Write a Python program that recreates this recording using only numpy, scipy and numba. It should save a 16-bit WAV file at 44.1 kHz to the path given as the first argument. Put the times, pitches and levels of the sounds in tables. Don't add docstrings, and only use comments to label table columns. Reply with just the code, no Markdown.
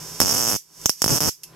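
import sys
import numpy as np
from scipy import signal
from scipy.fft import rfft, irfft
from scipy.io import wavfile
from numba import njit

SR = 44100
rng = np.random.default_rng(int(sys.argv[2]) if len(sys.argv) > 2 else 0)


def to_wav(sig):
    pcm = np.clip(np.atleast_2d(sig), -1, 1) * 32767
    pcm = np.round(pcm).astype(np.int16)
    wavfile.write(sys.argv[1], SR, pcm.T)


N = 68355
TIME = np.arange(N) / SR

# frequency in Hz, relative level in dB.
FAN_SPECTRUM = [(25, -16), (50, -4), (90, -5.5), (150, 3), (210, -8), (370, -1), (650, -9), (1100, -9),
                (1700, -13.5), (4000, -19), (15000, -30)]
# pitch in Hz, level in dB.
FAN_HUM = [(129, -59), (162, -50), (1012, -56), (1572, -63.5)]
# pitch in Hz, width in Hz, boost in dB.
SWITCH_RINGS = [(520, 100, 21.5), (2630, 140, 12.5), (5320, 300, 3.5), (9800, 500, 5), (11160, 710, 7),
                (12300, 900, 7)]
# time in seconds, pulses per second, dB added to CORONA_DB.
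CORONA_CURVE = [(0, 610, -1.5), (.2, 590, 0.5), (.7, 1060, -3), (.77, 1020, -2), (.85, 640, -2),
                (.99, 700, 12), (1.1, 700, -4), (1.4, 620, -4)]
# start in seconds, level in dB.
CORONA_FLARES = [(.797, -39), (0.814, -34), (0.837, -37.5)]
# delay in seconds, energy in dB, seconds to fade by 60 dB.
ECHOES = [(.0021, -8.5, 0.004), (.0048, -6, 0.016), (.008, -10, 0.19)]
# frequency in Hz, width in Hz, boost (or dip) in dB.
LEFT_PORT_TONE = [(4050, 1500, -2.5), (6115, 670, 14), (7660, 780, 5.5), (12180, 1840, 10)]
RIGHT_PORT_TONE = [(3900, 2200, -2.5), (5488, 540, 20.5), (7580, 1230, 3), (12790, 1770, 10.5)]
PORT_DIP = [(4100, 550, -5.5)]
# first and last time in seconds, number of sparks,
# relative spark level in dB, relative thump level in dB.
SPARK_VOLLEYS = [ (.2027, .2027, 1, 4.5, -8), (0.215, .2187, 2, 2.5, 3), (0.2262, .2308, 2, -2, -2.5),
                 (0.238, .2370, 1, -6, 2), (.2489, .2697, 3, -0.5, 2), (.2788, .2825, 2, -1, -13),
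                 (0.2927, .2970, 2, 1, -8), (0.3068, .3113, 2, 1.5, -18), (0.3207, .3293, 3, -0.5, -2),
                 (0.3385, .3502, 4, 0, -4), (0.36, .3721, 4, -0.5, -5), (.3800, .3840, 2, 0.5, -4),
                 (0.3927, .4021, 2, 3, -3.5), (0.409, .4594, 7, 2.5, -6), (.4686, .4861, 3, 3.5, -2.5),
                 (0.4938, .5022, 3, 2, -20), (0.5116, .5154, 2, 2, -11), (0.5235, .5324, 2, 4, 0),
                 (0.5427, .5615, 3, 2, 2.5), (.8587, .8587, 1, 3, -2), (0.8948, .8947, 1, 4.5, -6),
                 (1.0194, 1.0194, 1, 3.5, -9), (1.0424, 1.0427, 1, 8, 5), (1.0620, 1.0620, 1, 0.5, 8),
                 (1.0796, 1.0793, 1, 7, -15), (1.093, 1.1043, 3, 1.5, 1.5), (1.1064, 1.1383, 10, -1.5, 7),
                 (1.1408, 1.1587, 7, -2, 0), (1.163, 1.1833, 4, 2, -8), (1.2048, 1.2051, 1, 6, -3),
                 (1.2131, 1.2660, 9, 1.5, 2.5), (1.2713, 1.2793, 3, 0.5, 6), (1.2825, 1.2916, 5, 0, 0.5)]

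FAN_DB, FAN_SIDE_DB = -45, -7.5
SWITCH_S, SWITCH_DB, SWITCH_FADE_S = 1.4335, -17, 0.051
CORONA_DB, CORONA_SCATTER_DB, CORONA_JITTER, FLARE_FADE_S = -23.5, 0.5, 0.19, 0.031
SPARK_DB, SPARK_SCATTER_DB, SPARK_JITTER_S = 22.5, 0.52, 0.0001
SIZZLE_DB, SIZZLE_FADE_S = -16, 0.0015
PULSE_S, PULSE_DB, THUMP_DB = (0.00021, 0.00046), (6, 9.5), (9, 5)
THUMP_HZ, THUMP_WIDTH_HZ = 109, 180
LEFT_PORT_DB, OVERLOAD_DB = -1.5, 16.5
LIMIT_DB, ATTACK_S, HOLD_S, RELEASE_DB_PER_S = -7, 0.00052, 0.072, 112.5


def from_db(db):
    return 10 ** (np.asarray(db) / 20)


def keep_band(x, hz, kind, order=2):
    return signal.sosfilt(signal.butter(order, hz, kind, fs=SR, output="sos"), x + 1e-18)


def resonate(x, rows):
    for hz, width_hz, db in rows:
        damp = np.pi * width_hz / SR
        tuning = -2 * np.cos(2 * np.pi * hz / SR)
        lift = damp * from_db(db)
        x = signal.lfilter([1 + lift, tuning, 1 - lift], [1 + damp, tuning, 1 - damp], x + 1e-18)
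    return x


def clicks(times, gains):
    return np.bincount(np.maximum(times * SR, 0).astype(int), gains, N)[:N]


def dying_noise(start, fade_s):
    age = np.maximum(TIME - start, 0)
    return rng.standard_normal(N) * (TIME >= start) * from_db(-60 * age / fade_s)


def fan():
    hz, db = np.transpose(FAN_SPECTRUM)
    colour = from_db(np.interp(np.log(np.fft.rfftfreq(N, 1 / SR) + 1), np.log(hz), db))
    mid, side = irfft(rfft(rng.standard_normal((2, N))) * colour, N)
    rush = from_db(FAN_DB) * (mid + from_db(FAN_SIDE_DB) * side * [[1], [-1]]) / mid.std()
    return rush + sum(from_db(db) * np.sqrt(2) * np.sin(2 * np.pi * (hz * TIME + rng.random()))
                      for hz, db in FAN_HUM)


def room(x):
    echo = 0
    for delay, db, fade_s in ECHOES:
        mid, side = dying_noise(delay, fade_s), dying_noise(delay, fade_s)
        pair = mid + from_db(-3) * side * [[1], [-1]]
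        echo = echo + from_db(db) * pair / np.linalg.norm(pair, axis=1, keepdims=True)
    return x + signal.fftconvolve(x[None], echo, axes=1)[:, :N]


def switch():
    knock = keep_band(dying_noise(SWITCH_S, SWITCH_FADE_S), hz=9100, kind="low", order=1)
    return from_db(SWITCH_DB) * resonate(knock, SWITCH_RINGS)


def corona():
    curve_s, rate, curve_db = np.transpose(CORONA_CURVE)
    pulses_so_far = np.cumsum(np.interp(TIME, curve_s, rate)) / SR
    uneven_counts = np.cumsum(1 + CORONA_JITTER * rng.standard_normal(2000))
    times = np.interp(uneven_counts, pulses_so_far, TIME)
    scatter_db = CORONA_SCATTER_DB * rng.standard_normal(len(times))
    gains = from_db(CORONA_DB + np.interp(times, curve_s, curve_db) - scatter_db)
    fizz = clicks(times, gains * (times < SWITCH_S))
    flares = sum(from_db(db) * dying_noise(start, FLARE_FADE_S) for start, db in CORONA_FLARES)
    return keep_band(fizz + flares, hz=11400, kind="low", order=1)


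def spark_events():
    sparks = [(time, db, thump_db) for first, last, count, db, thump_db in SPARK_VOLLEYS
              for time in np.linspace(first, last, count)]
    times, db, thump_db = np.transpose(sparks)
    jitter, scatter = rng.standard_normal((len(times), 2)).T
    return times + SPARK_JITTER_S * jitter, from_db(db + SPARK_SCATTER_DB * scatter), from_db(thump_db)


def spark_thumps(times, gains, thump_gains):
    decay = np.exp(-np.pi * THUMP_WIDTH_HZ / SR)
    resonance = [1, -2 * decay * np.cos(2 * np.pi * THUMP_HZ / SR), decay * decay]
    channels = []
    for pulse_s, pulse_db, thump_db in zip(PULSE_S, PULSE_DB, THUMP_DB):
        shape = np.clip(pulse_s * SR - np.arange(SR // 500), 0, 1)
        pulse = -from_db(pulse_db) * signal.lfilter(shape, [1], clicks(times, gains))
        pulse = keep_band(keep_band(pulse, hz=139, kind="high"), hz=2920, kind="low")
        kicks = clicks(times, thump_gains * rng.choice([-1, 1], len(times)))
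        pickup = signal.lfilter([1, -1], resonance, kicks + 1e-18)
        thump = keep_band(keep_band(pickup, hz=54, kind="high"), hz=440, kind="low", order=1)
        channels.append(pulse + from_db(thump_db) * thump)
    return np.array(channels)


def spark_cracks(times, gains):
    hits = clicks(times, gains)
    tails = signal.lfilter([1], [1, -from_db(-60 / (SIZZLE_FADE_S * SR))], hits + 1e-18)
    sizzle = from_db(SIZZLE_DB) * tails * rng.standard_normal(N)
    return from_db(SPARK_DB) * (hits + sizzle)


def microphone_ports(x):
    left = from_db(LEFT_PORT_DB) * resonate(x[0], LEFT_PORT_TONE)
    right = resonate(x[1], RIGHT_PORT_TONE)
    ceiling = from_db(OVERLOAD_DB)
    squashed = ceiling * np.tanh(np.array([left, right]) / ceiling)
    return resonate(squashed, PORT_DIP)


@njit
def gain_control(excess_db):
    duck_db = np.zeros(len(excess_db))
    now_db, wait = 0., 0.
    for i, excess in enumerate(excess_db):
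        if excess > now_db:
            now_db += (excess - now_db) / (ATTACK_S * SR)
        if excess > now_db - 3:
            wait = HOLD_S * SR
        wait -= 1
        if wait < 0:
            now_db = max(now_db - RELEASE_DB_PER_S / SR, 0.)
        duck_db[i] = now_db
    return duck_db


def scene():
    times, gains, thump_gains = spark_events()
    path = rng.integers(0, 2, len(times))
    cracks = sum(room(spark_cracks(times, gains * (path == k))) for k in range(2))
    air = cracks + room(corona() + switch())
    treble = keep_band(keep_band(air, hz=2800, kind="high"), hz=13340, kind="low", order=3)
    return microphone_ports(treble) + spark_thumps(times, gains, thump_gains) + fan()


def record(dry):
    excess_db = 20 * np.log10(np.abs(dry).max(axis=0) + 1e-9) - LIMIT_DB
    clipped = np.clip(dry * from_db(-gain_control(excess_db)), -.9, .9)
    top_cut = signal.cheby2(20, 60, 16300, fs=SR, output="sos")
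    return signal.sosfilt(top_cut, clipped)


dry = scene()
out = record(dry)
to_wav(out)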